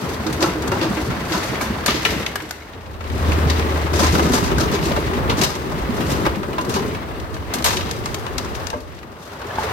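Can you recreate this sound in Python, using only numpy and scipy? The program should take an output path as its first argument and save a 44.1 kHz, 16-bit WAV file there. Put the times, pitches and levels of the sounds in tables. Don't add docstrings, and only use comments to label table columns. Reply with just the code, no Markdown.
import sys
import numpy as np
from scipy import signal
from scipy.fft import rfft, irfft, next_fast_len
from scipy.io import wavfile
from scipy.ndimage import uniform_filter1d, map_coordinates

SR = 44100
rng = np.random.default_rng(int(sys.argv[2]) if len(sys.argv) > 2 else 0)


def int16_out(signal):
    q = np.round(np.clip(np.atleast_2d(signal).T, -1, 1) * 32767)
    wavfile.write(sys.argv[1], SR, q.astype(np.int16))


N = 428652

# time in seconds, then tumbling, motors, rattle and frame rumble in dB.
LINE_LEVELS = [(0.0, -31, -31.5, -37.5, -34.5), (0.81, -27.5, -31, -36.5, -33.5),
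               (1.16, -31, -31.5, -36.5, -32), (1.54, -30.5, -29, -31.5, -38.5),
               (1.76, -31.5, -32, -37, -35.5), (2.19, -28.5, -32.5, -33, -38),
               (2.57, -45.5, -44, -46, -48.5), (2.98, -41, -39.5, -50.5, -35.5),
               (3.3, -26, -26, -33.5, -23), (3.44, -26, -26.5, -35, -28), (3.92, -28.5, -29, -34, -31),
               (4.09, -25.5, -32, -28, -24), (4.14, -22, -28, -34.5, -26.5),
               (5.06, -27.5, -28.5, -35, -27.5), (5.3, -25.5, -27, -38, -24),
               (5.52, -31, -32.5, -37, -36.5), (6.17, -25, -27, -39.5, -28), (6.44, -33, -33.5, -47, -34.5),
               (6.85, -26, -32, -39.5, -34), (7.04, -33.5, -33, -45, -34.5), (7.47, -35, -36.5, -45.5, -30),
               (7.58, -30.5, -29.5, -42, -38), (7.69, -32, -35.5, -40, -30), (8.64, -34.5, -32, -45.5, -34),
               (8.83, -41.5, -42.5, -49.5, -40), (9.23, -43.5, -41, -51, -48), (9.72, -32.5, -26, -35, -32)]
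# pitch in Hz, width in Hz, level in dB.
PANEL_MODES = [(156, 20, -9), (220, 47, -11), (267.6, 18, 0), (323.4, 3.9, -3.5), (399, 115, 3),
               (460, 12, 0.5)]
# frequency in Hz, level in dB.
MACHINE_SPECTRUM = [(300, -33.5), (520, 1.5), (800, 0), (1100, 0.5), (1600, -3), (2200, -13), (3500, -17),
                    (7000, -31)]
# frequency in Hz, level in dB.
RATTLE_SPECTRUM = [(900, -32.5), (1800, 11), (2500, 6), (4200, 1), (6500, -3), (8000, -9), (12000, -8),
                   (16000, -30)]
# time in seconds, lag of the right port's middle band
# in seconds, likeness of the rumble in both ports from 0 to 1.
MIC_SPOTS = [(0, 0.000084, 1), (2.6, 0.000022, 0.99), (3., 0.00038, 0.66), (8.9, 0.00037, 0),
             (9.3, 0.00016, 1)]

STEEL_PARTS = 3
AGE = np.arange(SR // 3) / SR


def thuds():
    # start in seconds, level in dB, pitch in Hz, ring time to -60 dB in seconds.
    landings = [(0.031, -10, 172, 0.065), (0.2, -12, 212, 0.058), (0.259, -17.5, 318.5, 0.26),
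                (0.394, -12, 323, .08), (0.423, -2.5, 350, 0.05), (0.44, 0.5, 332, 0.044),
                (0.475, -15.5, 184, 0.16), (0.547, -16, 317, 0.19), (0.681, -17, 176, 0.13),
                (0.717, -9.5, 361, 0.088), (0.812, -12, 332.7, 0.18), (0.85, -13, 324, 0.097),
                (0.903, -7.5, 207, 0.066), (0.97, -12, 317, 0.11), (1.089, -13, 166, 0.093),
                (1.166, -17.5, 183, 0.11), (1.223, -17, 187, 0.071), (1.345, -9, 188, 0.073),
                (1.373, -12, 333, 0.065), (1.426, -19, 320, 0.072), (1.488, -15.5, 122, 0.096),
                (1.517, -18, 282, 0.091), (1.315, 0.5, 328, 0.03), (1.622, -6.5, 263, 0.029),
                (1.663, -14.5, 220, .07), (1.701, -1.5, 210, 0.037), (1.885, -0.5, 252, 0.03),
                (1.944, -6.5, 325, 0.042), (2.161, -11, 230, 0.05), (2.418, -20, 312, 0.075),
                (3.287, -3, 302, 0.043), (3.409, -9, 130, 0.043), (3.459, 0.5, 148, 0.037),
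                (3.949, -3.5, 342, 0.053), (3.997, -12, 198, 0.14), (4.026, -7, 334, 0.07),
                (4.075, -14, 370, 0.055), (4.125, -10, 167, 0.078), (4.185, -14, 327, 0.092),
                (4.251, -11, 168, 0.1), (4.299, -6, 261, 0.077), (4.336, -2, 260, 0.057),
                (4.343, -9, 420, .04), (4.365, -16, 230, .08), (4.423, -5, 185, 0.063),
                (4.509, -20.5, 387, 0.2), (4.567, -10, 139, 0.081), (4.583, -7, 240, 0.07),
                (4.612, -8, 344, 0.066), (4.691, -20, 398, 0.06), (4.721, -8, 197, 0.064),
                (4.735, -10, 400, 0.075), (4.767, -19, 330, 0.066), (4.826, -13, 153, 0.089),
                (4.859, -14, 340, 0.11), (4.912, -12, 181, 0.081), (4.985, -15, 300, 0.055),
                (5.136, -12, 246, 0.091), (5.29, -13, 480, .06), (5.378, -6.5, 304, 0.05),
                (5.403, -4.5, 192, 0.06), (5.418, -8, 380, .06), (5.425, -8, 160, 0.056),
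                (5.736, -16, 163, 0.067), (5.891, -4, 230, 0.039), (5.972, -11, 420, .05),
                (5.995, -2.5, 242, 0.034), (6.084, -9, 143, 0.063), (6.12, -11, 130, .06),
                (6.15, -13, 200, 0.045), (6.265, -4, 332, 0.049), (6.366, -18.5, 196, 0.16),
                (6.585, -16.5, 318, .09), (6.69, -16, 400, 0.051), (6.747, -10, 209, 0.07),
                (6.762, -8.5, 393, 0.058), (7.77, -19, 361, 0.13), (8.3, -15.5, 352, 0.052),
                (8.734, -14.5, 489, 0.07), (8.752, -27, 258, 0.16), (9.639, -15, 435, 0.071)]
    low_hz, top_hz = 132, 458
    small = [(s, db, low_hz * (top_hz / low_hz) ** chance, 0.078)
             for s, db, chance in scatter(per_s=4, level_db=curves(LINE_LEVELS)[0] + 13)]
    out = np.zeros((2, N))
    for s, db, hz, t60 in landings + small:
        envelope = (1 - np.exp(-AGE / 0.0071)) * decay(max(t60, .01))
        tone = sine(hz) + 0.3 * sine(1.57 * hz)
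        add(out, s, undb(db) * envelope * tone, pan_db=rng.normal(1, 4.5))
    return out


def knocks():
    # start in seconds, level in dB, pitch in Hz, ring time to -60 dB in seconds.
    blows = [(0.423, -19, 553, 0.081), (0.432, -19, 830, .06), (0.441, -20, 1080, 0.08),
             (0.444, -20, 1380, .05), (0.722, -20, 964, .09), (0.735, -27, 823, 0.11),
             (0.76, -24, 807, .07), (0.83, -26, 1030, .06), (1.347, -20, 990, 0.042),
             (1.609, -19.5, 2260, .05), (1.884, -13, 1205, 0.045), (2.054, -24, 2160, 0.2),
             (2.057, -19, 1350, 0.097), (2.357, -14.5, 1653, 0.034), (2.509, -19.5, 1484, 0.025),
             (2.62, -34, 2210, .04), (3.938, -23, 580, 0.12), (4.012, -18, 600, .05),
             (4.02, -19, 1010, 0.08), (4.078, -19, 715, 0.051), (4.194, -13, 1010, 0.074),
             (4.342, -24, 1010, .05), (4.612, -23, 905, .04), (4.914, -12, 554, 0.029),
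             (4.975, -18.5, 590, .09), (4.985, -21, 970, 0.06), (5.293, -15, 1150, 0.055),
             (5.32, -21, 1040, .05), (6.261, -13, 1040, 0.029), (6.581, -17, 1004, 0.14),
             (6.768, -18, 980, 0.084), (6.78, -22, 800, 0.099), (7.658, -20, 1020, 0.073),
             (8.058, -18, 1160, .059), (8.731, -16.5, 895, 0.037), (8.737, -23, 1160, .06),
             (8.742, -23.5, 595, 0.2), (9.507, -23.5, 1710, .049), (9.585, -9.5, 866, 0.029)]
    out, push = np.zeros((2, 2, N))
    for s, db, hz, t60 in blows:
        envelope = (1 - np.exp(-AGE / 0.0013)) * decay(np.clip(t60, .01, .2))
        beating = 0.82 * sine(hz) + 0.32 * sine(1.011 * hz)
        side_modes = 0.37 * decay(0.049) * (sine(1.12 * hz) + sine(hz / 1.12))
        overtone = 0.44 * decay(0.055) * sine(1.8 * hz)
        first_touch = np.exp(-AGE / 0.00067) * sine(0.73 * hz)
        add(out, s, undb(db) * (first_touch + envelope * (beating + side_modes + overtone)))
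        add(push, s, undb(db - 36) * np.exp(-AGE / 0.00066))
    return out + ring(push, [(hz, db, 1.8 / width) for hz, width, db in PANEL_MODES])


def bumps():
    # start in seconds, level in dB, pitch in Hz.
    jolts = [(0.687, -14, 106), (0.822, -21, 81), (1.075, -10, 129), (1.683, -12, 75), (1.909, -16, 73),
             (2.099, -15, 70.6), (3.617, -20, 76), (3.921, -8, 75), (4.266, -23, 67.7), (4.555, -5.5, 76.4),
             (4.66, -12, 80), (4.9, -25, 85), (4.94, -8, 73), (5.812, -10, 54), (6.266, -11, 68),
             (6.848, -14.5, 92), (7.424, -27, 75.4), (8.587, -17, 96)]
    envelope = (1 - np.exp(-AGE / 0.018)) * decay(0.13)
    out = np.zeros((2, N))
    for s, db, hz in jolts:
        add(out, s, undb(db) * envelope * sine(hz))
    return out


def clacks(noise):
    # start in seconds, level in dB, body over crack in dB, time to -60 dB in seconds,
    # brightest frequency in Hz.
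    hits = [(0.262, -20, -4, 0.087, 4850), (0.323, -19, -21, 0.1, 9100.0),
            (0.403, -18.5, -11, 0.064, 5410.0), (0.424, -7.5, -20.0, 0.039, 4330),
            (0.618, -20.5, -6, 0.055, 7390.0), (0.6734, -18, -5, 0.066, 7500),
            (0.715, -15, -1.0, 0.048, 1400.0), (0.81, -18, -9, 0.07, 3220.0),
            (0.965, -23.5, -2.5, 0.15, 1400.0), (1.099, -25.5, -3, 0.2, 1400.0),
            (1.295, -19, -5.0, 0.04, 1910.0), (1.318, -16.5, -19, 0.066, 4880.0),
            (1.551, -19.0, -19.0, 0.054, 2120.0), (1.608, -20, -3, 0.21, 9000),
            (1.859, -5.5, -13, 0.055, 9300), (1.879, -12.0, -5.5, 0.051, 3200),
            (2.048, -9.5, -11, 0.08, 2660), (2.105, -19, -6, 0.047, 2610.0),
            (2.1455, -27.0, -17.0, 0.061, 2900.0), (2.2614, -7.5, -18, 0.029, 3220.0),
            (2.3545, -10.5, -6, 0.036, 9150), (2.398, -21, -7, 0.046, 1720.0),
            (2.418, -22, -11, 0.04, 9100.0), (2.507, -10.5, -11, 0.025, 9200),
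            (2.619, -33, 0, 0.027, 2120.0), (2.646, -35, -12.0, 0.03, 2610.0),
            (2.728, -33.0, -14, 0.071, 2350.0), (2.805, -33, -10.0, 0.04, 2900.0),
            (2.856, -32, -10.0, 0.04, 2610.0), (2.935, -30, -5.0, 0.036, 2350.0),
            (3.003, -26, -1, 0.052, 1910.0), (3.037, -24, 4, 0.033, 1400.0),
            (3.073, -32.0, -15.0, 0.04, 9100.0), (3.0967, -19, -10, 0.027, 2350.0),
            (3.141, -36, -6.5, 0.033, 1910.0), (3.175, -22, -15.0, 0.04, 9100.0),
            (3.242, -26.0, -9, 0.05, 2900.0), (3.317, -13, -19.0, 0.037, 1910.0),
            (3.382, -22, -7, 0.043, 1910.0), (3.496, -13.5, -15, 0.051, 4260),
            (3.592, -14.5, -6.0, 0.031, 2350.0), (3.69, -24.0, -4.0, 0.05, 3220.0),
            (3.718, -24.0, 3, 0.061, 1400.0), (3.862, -23, 7, 0.043, 1400.0),
            (3.9354, -20, -6.0, 0.047, 2120.0), (3.979, -22, -10, 0.045, 6660.0),
            (3.9973, -28, -15.0, 0.056, 7390.0), (4.1203, -18, -19.0, 0.11, 7390.0),
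            (4.149, -11.5, -2, 0.037, 1400.0), (4.1924, -14, 5.5, 0.039, 1400.0),
            (4.26, -24.0, 5, 0.034, 1400.0), (4.294, -21.0, 2, 0.036, 1400.0),
            (4.3176, -17, -10, 0.056, 9100.0), (4.331, -17, -6, 0.084, 7390.0),
            (4.424, -20.5, -2, 0.052, 1720.0), (4.512, -20, 1, 0.065, 1400.0),
            (4.579, -15, 0.5, 0.056, 7390.0), (4.678, -22, -4.0, 0.047, 1720.0),
            (4.712, -19.5, -3.0, 0.052, 9100.0), (4.8219, -26, -3, 0.078, 2610.0),
            (4.852, -17.5, -17, 0.05, 6660.0), (4.915, -16, -2, 0.039, 2360),
            (4.9586, -22.5, 3.5, 0.12, 1720.0), (5.035, -26.5, -7, 0.081, 2610.0),
            (5.13, -21.0, -7.0, 0.095, 1720.0), (5.165, -25, -10, 0.06, 2900.0),
            (5.198, -34, -3.0, 0.043, 1400.0), (5.275, -22.0, -10.0, 0.04, 1400.0),
            (5.2943, -15.5, -3, 0.11, 3570.0), (5.411, -9.5, -18.0, 0.06, 6660.0),
            (5.433, -8, -23.0, 0.07, 9100.0), (5.549, -19.5, -17.0, 0.044, 7390.0),
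            (5.715, -27, -10.0, 0.069, 6660.0), (5.938, -27.0, -15.0, 0.03, 9100.0),
            (5.962, -23, 2, 0.054, 9100.0), (6.001, -25.5, 0, 0.16, 1910.0),
            (6.097, -20, -2.0, 0.063, 9100.0), (6.1134, -18, -8, 0.069, 7390.0),
            (6.25, -16, -3.0, 0.076, 1400.0), (6.2605, -17.5, 7.5, 0.065, 1400.0),
            (6.352, -26.0, -8, 0.061, 9100.0), (6.427, -24.5, 2, 0.059, 2350.0),
            (6.527, -21, -1, 0.049, 1400.0), (6.579, -19.5, 3, 0.077, 1400.0),
            (6.608, -20.5, -6, 0.053, 6660.0), (6.645, -21, -15.0, 0.045, 8200.0),
            (6.692, -17, -12.0, 0.042, 9100.0), (6.7377, -15.5, -9, 0.043, 6660.0),
            (6.7535, -24, -2.0, 0.069, 1400.0), (6.86, -27, -10.0, 0.05, 1400.0),
            (6.944, -21.0, -7, 0.045, 2350.0), (7.085, -30, -5, 0.04, 1550.0),
            (7.195, -23.5, -20, 0.042, 6660.0), (7.3376, -24.0, -19, 0.052, 5960),
            (7.361, -28, 9, 0.032, 1550.0), (7.535, -12, -11.5, 0.1, 8900),
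            (7.582, -18, -15.0, 0.04, 7390.0), (7.621, -14.0, -17, 0.027, 7390.0),
            (7.641, -6.5, -11, 0.13, 9100.0), (7.703, -18, -8.0, 0.06, 3570.0),
            (7.7663, -13.5, -24.0, 0.044, 4390.0), (7.8057, -19, -16, 0.05, 3960.0),
            (7.909, -11.5, -13, 0.03, 7350), (8.034, -27.0, -15.0, 0.04, 2610.0),
            (8.0557, -11, -5.5, 0.028, 7450), (8.1418, -10.5, -15, 0.03, 6500),
            (8.262, -18.5, -2.0, 0.04, 1400.0), (8.279, -27.0, -5.0, 0.03, 1400.0),
            (8.3788, -11, -12, 0.044, 6300), (8.443, -24.0, -15.0, 0.04, 6660.0),
            (8.547, -22.5, -26.0, 0.06, 7350), (8.563, -26, -14, 0.036, 1400.0),
            (8.595, -30, -15.0, 0.04, 1400.0), (8.667, -11, -14.0, 0.022, 6600),
            (8.7, -11.5, -16, 0.021, 6600), (8.732, -33.5, 12, 0.04, 1720.0),
            (8.8, -35, -20.0, 0.08, 9100.0), (8.984, -33, -15.0, 0.04, 6000.0),
            (9.025, -27, -4, 0.046, 1400.0), (9.115, -37.0, -15.0, 0.05, 9100.0),
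            (9.27, -35, -15.0, 0.088, 9100.0), (9.345, -38, -8.0, 0.037, 1720.0),
            (9.412, -25.5, 4.5, 0.047, 3220.0), (9.5512, -24, -17.0, 0.05, 4390.0),
            (9.623, -26.0, -12.0, 0.05, 2610.0), (9.69, -26.0, -10, 0.05, 1400.0)]
    # time in seconds, left over right in dB.
    load_position = [(0, 1.5), (3, 1), (7.6, -1.5), (7.9, 3.5), (8.7, 6.5), (9.3, 1)]
    pan_db = curves(load_position)[0]
    small = [(s, db, 3, .06, 1500 * 5 ** chance)
             for s, db, chance in scatter(per_s=5, level_db=curves(LINE_LEVELS)[2] + 5.5)]
    for s, db, body_db, t60, hz in hits + small:
        rise_s = min(.0026 * undb(-.4 * (db + 5)), .006)
        envelope = np.minimum(AGE / rise_s, 1) ** 2 * decay(max(t60, .005))
        burst = undb(db) * envelope * excerpt(noise, s)
        yield s, tint(burst, hz), undb(body_db) * burst, pan_db[int(s * SR)]


def scrapes(noise):
    # start in seconds, level in dB, body over crack in dB, length in seconds.
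    slides = [(0.415, -22.5, 3, 0.094), (0.714, -31.5, 4.5, 0.25), (0.825, -24, -11, 0.063),
              (1.327, -23.5, -2, 0.14), (1.874, -19, -11, 0.13), (1.942, -25.5, -9, 0.2),
              (2.09, -37, -8, 0.12), (3.257, -30, 1, 0.092), (3.47, -28, -10, 0.19),
              (3.932, -21, -5.5, 0.11), (3.99, -17.5, -1.5, 0.15), (4.033, -27, -12, 0.11),
              (4.137, -24, -2.5, 0.35), (4.33, -18.5, -3.5, 0.11), (4.436, -21.5, -6, 0.097),
              (4.596, -21, -2.5, 0.076), (4.724, -23.5, -4, 0.059), (4.84, -29.5, -2, 0.1),
              (5.37, -18.5, -5, 0.085), (5.414, -20, -3, 0.16), (6.106, -31, -6, 0.096),
              (6.687, -26, -3, 0.11), (6.747, -24.5, 0, 0.071), (7.658, -16.5, -5, 0.15),
              (7.773, -33.5, 1, 0.27), (9.593, -34, -12, 0.058)]
    stutter = 0.35 + 0.35 * grains(per_s=250, spread_db=6, t60=0.03)
    for s, db, body_db, length in slides:
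        swell = np.sin(np.pi * np.minimum(AGE / max(length, .01), 1) ** 0.37)
        rub = undb(db) * swell * excerpt(stutter, s / 2) * excerpt(noise, s)
        yield s, tint(rub, hz=3700 * 1.9 ** rng.random()), undb(body_db) * rub, 0


def steel_contacts():
    # frequency in Hz, lift in dB.
    crack_lift = [(5000, 8), (10000, 7), (13500, 10.5), (16000, 21)]
    noise = np.pad(ports(rng.standard_normal((2, N))), ((0, 0), (0, len(AGE))))
    cracks, bodies = np.zeros((2, STEEL_PARTS, 2, N))
    for contacts in (clacks(noise), scrapes(noise)):
        for k, (s, crack, body, pan_db) in enumerate(contacts):
            add(cracks[k % STEEL_PARTS], s, crack, pan_db)
            add(bodies[k % STEEL_PARTS], s, body, pan_db)
    bodies = [colour(body, MACHINE_SPECTRUM) for body in bodies]
    rings = sum(ring(bodies[k] + 0.5 * cracks[k], steel_modes(k)) for k in range(STEEL_PARTS))
    bright = colour(colour(cracks.sum(axis=0), RATTLE_SPECTRUM), crack_lift)
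    return undb(4) * bright + undb(-4.5) * sum(bodies) + undb(-11) * rings


def steel_modes(part):
    # pitch in Hz, level in dB, ring time to -60 dB in seconds.
    modes = [(1003, -5, 0.16), (1281, -7.5, 0.049), (1380, -7.5, 0.079), (1580, -4, 0.048),
             (2026, -5, 0.092), (2243, 0.5, 0.076), (2676, -3, 0.14), (2859, 3, 0.085), (3250, -8, .07),
             (3800, -10, 0.054), (4050, -5.5, 0.077), (4870, -17, .08), (5470, -27, 0.097),
             (6670, -6, 0.09)]
    return [(hz * (1 + .035 * np.sin(2.1 * part + 1.7 * m)), db, t60)
            for m, (hz, db, t60) in enumerate(modes)]


def tumbling():
    # frequency in Hz, level in dB.
    spectrum = [(60, -42.5), (130, -2.5), (250, -4.5), (420, -1), (560, -8), (900, -40)]
    jostle = 1.5 + 0.85 * grains(per_s=70, spread_db=0, t60=0.048)
    load = colour(rng.standard_normal((2, N)) * jostle, spectrum)
    panels = ring(load, [(hz, db, 2.23 / width) for hz, width, db in PANEL_MODES])
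    return unit(unit(load) + undb(-4.5) * unit(panels))


def chute_drone():
    # time in seconds, level in dB.
    swing = [(2.8, -47), (3.35, -17.5), (3.392, -24), (3.472, -20), (3.576, -24.5), (4.01, -25.5),
             (4.082, -16.5), (4.13, -26), (4.2, -23), (4.25, -29), (4.33, -37)]
    t = np.arange(N) / SR
    gate = np.clip(np.minimum(t - swing[0][0], swing[-1][0] - t) / 0.073, 0, 1)
    tone = wavering_tone(hz=77.2, depth=.01, per_s=20)
    return np.sqrt(2) * gate * undb(curves(swing)[0] + 0.5 * walk(24.7)) * tone


def motors():
    flutter = 1 + .3 * grains(per_s=120, spread_db=2.5, t60=.04)
    return unit(colour(rng.standard_normal((2, N)) * flutter, MACHINE_SPECTRUM))


def rattle():
    split_hz, chatter = 4000, 0
    for side, contacts_per_s, waver_db, wavers_per_s in (("low", 60, 2.2, 9.8), ("high", 45, 4.2, 7.8)):
        shaking = 1.2 + .9 * grains(contacts_per_s, spread_db=3, t60=.07)
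        half = signal.butter(2, split_hz, side, fs=SR, output="sos")
        band = signal.sosfilt(half, rng.standard_normal((2, N)) * shaking)
        chatter = chatter + band * undb(waver_db * walk(wavers_per_s))
    chatter = colour(chatter, RATTLE_SPECTRUM)
    rings = ring(chatter, steel_modes(0) + steel_modes(1))
    return unit(unit(chatter) + undb(-11.5) * unit(rings))


def frame_rumble():
    # frequency in Hz, level in dB.
    spectrum = [(20, -72), (35, 2.5), (55, 16.5), (80, 20), (120, 14.5), (170, -45.5)]
    likeness = np.clip(curves(MIC_SPOTS)[1], 0, 1)
    mid, side = unit(colour(rng.standard_normal((2, N)), spectrum))
    return np.sqrt((1 + likeness) / 2) * mid + np.sqrt((1 - likeness) / 2) * np.array([side, -side])


def drive_whine():
    end_s, fade_s = 2.6, .4
    gate = np.clip((end_s - np.arange(N) / SR) / fade_s, 0, 1)
    tone = wavering_tone(hz=4500, depth=.0004, per_s=8)
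    left_right_db = np.array([[-51], [-55.5]])
    return gate * undb(left_right_db + 2.6 * walk(5.8)) * tone


def shed(x):
    t60, tail_db = 0.45, -8
    t = np.arange(SR) / SR
    tail = ports(rng.standard_normal((2, SR))) * undb(-60 * t / t60) * (t > .004)
    tail /= np.sqrt(np.sum(tail ** 2) / 2)
    return x + undb(tail_db) * signal.oaconvolve(x.mean(axis=0)[None], tail, axes=1)[:, :N]


def ports(x):
    # frequency in Hz, likeness of left and right from 0 to 1.
    port_likeness = [(60, 0.92), (130, 0.83), (300, 0.84), (600, 0.57), (1200, 0.26), (4000, 0),
                     (8000, 0.32), (10000, 1), (12000, 0.8), (13900, 1), (15500, 0)]
    # frequency in Hz, left over right in dB.
    port_balance = [(60, -2), (110, -1), (200, 1.5), (380, 2), (700, 1), (1290, 0), (2380, 0), (4400, 6.5),
                    (8120, 2), (15000, -2)]
    # frequency in Hz, phase lead of the left port in radians.
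    duct_phase = [(3000, 0), (6500, -2.5), (8600, -6.3), (9700, -9.), (10400, -9.8), (12200, -12.6),
                  (13400, -15.2), (14300, -16.2), (15300, -18.8), (16000, -19.5)]
    size = next_fast_len(x.shape[1])
    likeness = np.clip(over_hz(port_likeness, size), 0, 1)
    tilt = undb(over_hz(port_balance, size) / 2) * np.exp(.5j * over_hz(duct_phase, size))
    mid, side = rfft(x, size) * np.sqrt([(1 + likeness) / 2, (1 - likeness) / 2])
    return irfft(np.array([(mid + side) * tilt, (mid - side) / tilt]), size)[:, :x.shape[1]]


def port_lag(x):
    left, right = x
    band = signal.sosfiltfilt(signal.butter(2, [630, 1550], "band", fs=SR, output="sos"), right)
    late = map_coordinates(band, [np.arange(N) - curves(MIC_SPOTS)[0] * SR], order=1, mode="nearest")
    return np.array([left, right - band + late])


def undb(db):
    return 10 ** (np.asarray(db) / 20)


def unit(x):
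    return x / np.sqrt(np.mean(x ** 2))


def sine(hz):
    return np.sin(2 * np.pi * hz * AGE)


def decay(t60):
    return undb(-60 * AGE / t60)


def excerpt(x, s):
    return x[..., int(s * SR):][..., :len(AGE)]


def add(out, s, sound, pan_db=0):
    i = int(s * SR)
    out[:, i:i + sound.shape[-1]] += undb(np.array([[pan_db], [-pan_db]]) / 2) * sound[..., :N - i]


def curves(table):
    s, *columns = np.transpose(table)
    return [np.interp(np.arange(N) / SR, s, column) for column in columns]


def over_hz(table, size):
    hz, value = np.transpose(table)
    return np.interp(np.log(np.maximum(np.fft.rfftfreq(size, 1 / SR), 1)), np.log(hz), value)


def colour(x, spectrum, size=8192):
    cepstrum = irfft(over_hz(spectrum, size) * np.log(10) / 20)
    cepstrum[1:size // 2] *= 2
    cepstrum[size // 2 + 1:] = 0
    response = irfft(np.exp(rfft(cepstrum)))[:size // 2]
    return signal.oaconvolve(x, response[None] / np.sqrt(np.sum(response ** 2)), axes=1)[:, :N]


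def tint(x, hz):
    return .45 * x + 1.25 * signal.lfilter(*signal.iirpeak(hz, Q=1.2, fs=SR), x)


def ring(x, modes):
    out, x = 0, x + 1e-12
    for hz, db, t60 in modes:
        radius = np.exp(-np.log(1000) / (max(t60, .005) * SR))
        angle = 2 * np.pi * hz / SR
        mode = signal.lfilter([1], [1, -2 * radius * np.cos(angle), radius ** 2], x)
        out = out + undb(db) * np.sqrt(1 - radius) * np.sin(angle) * mode
    return out


def walk(per_s):
    hold = int(SR / per_s)
    steps = np.repeat(rng.standard_normal(N // 200 + 1), hold)[:N]
    return uniform_filter1d(uniform_filter1d(steps, hold), hold)


def wavering_tone(hz, depth, per_s):
    return np.sin(2 * np.pi * np.cumsum(hz * (1 + depth * walk(per_s))) / SR)


def grains(per_s, spread_db, t60):
    struck = rng.random(N) < per_s / SR
    strength = undb(spread_db * np.minimum(rng.exponential(size=N), 3))
    tails = signal.lfilter([1], [1, -np.exp(-np.log(1000) / (t60 * SR))], struck * strength + 1e-12)
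    return unit(uniform_filter1d(tails, size=SR // 250))


def scatter(per_s, level_db):
    gap, softness, chance = rng.random((200, 3)).T
    s = np.cumsum(-np.log(1 - gap)) / per_s
    heard = s < (N - 1) / SR
    return zip(s[heard], level_db[(s[heard] * SR).astype(int)] - 6 * softness[heard], chance[heard])


def scene():
    tumble_db, motor_db, rattle_db, rumble_db = curves(LINE_LEVELS)
    running = tumbling() * undb(tumble_db) + motors() * undb(motor_db) + rattle() * undb(rattle_db)
    roughness = undb(1.04 * walk(150))
    contacts = steel_contacts() + (thuds() + knocks() + bumps()) * roughness
    airborne = shed(contacts) + ports(running) + chute_drone() + drive_whine()
    return port_lag(airborne) + frame_rumble() * undb(rumble_db)


def record(dry):
    rounded = np.tanh(1.244 * dry) / 0.99
    return signal.sosfilt(signal.ellip(10, .2, 80, 16000, fs=SR, output="sos"), rounded)


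dry = scene()
out = record(dry)
int16_out(out)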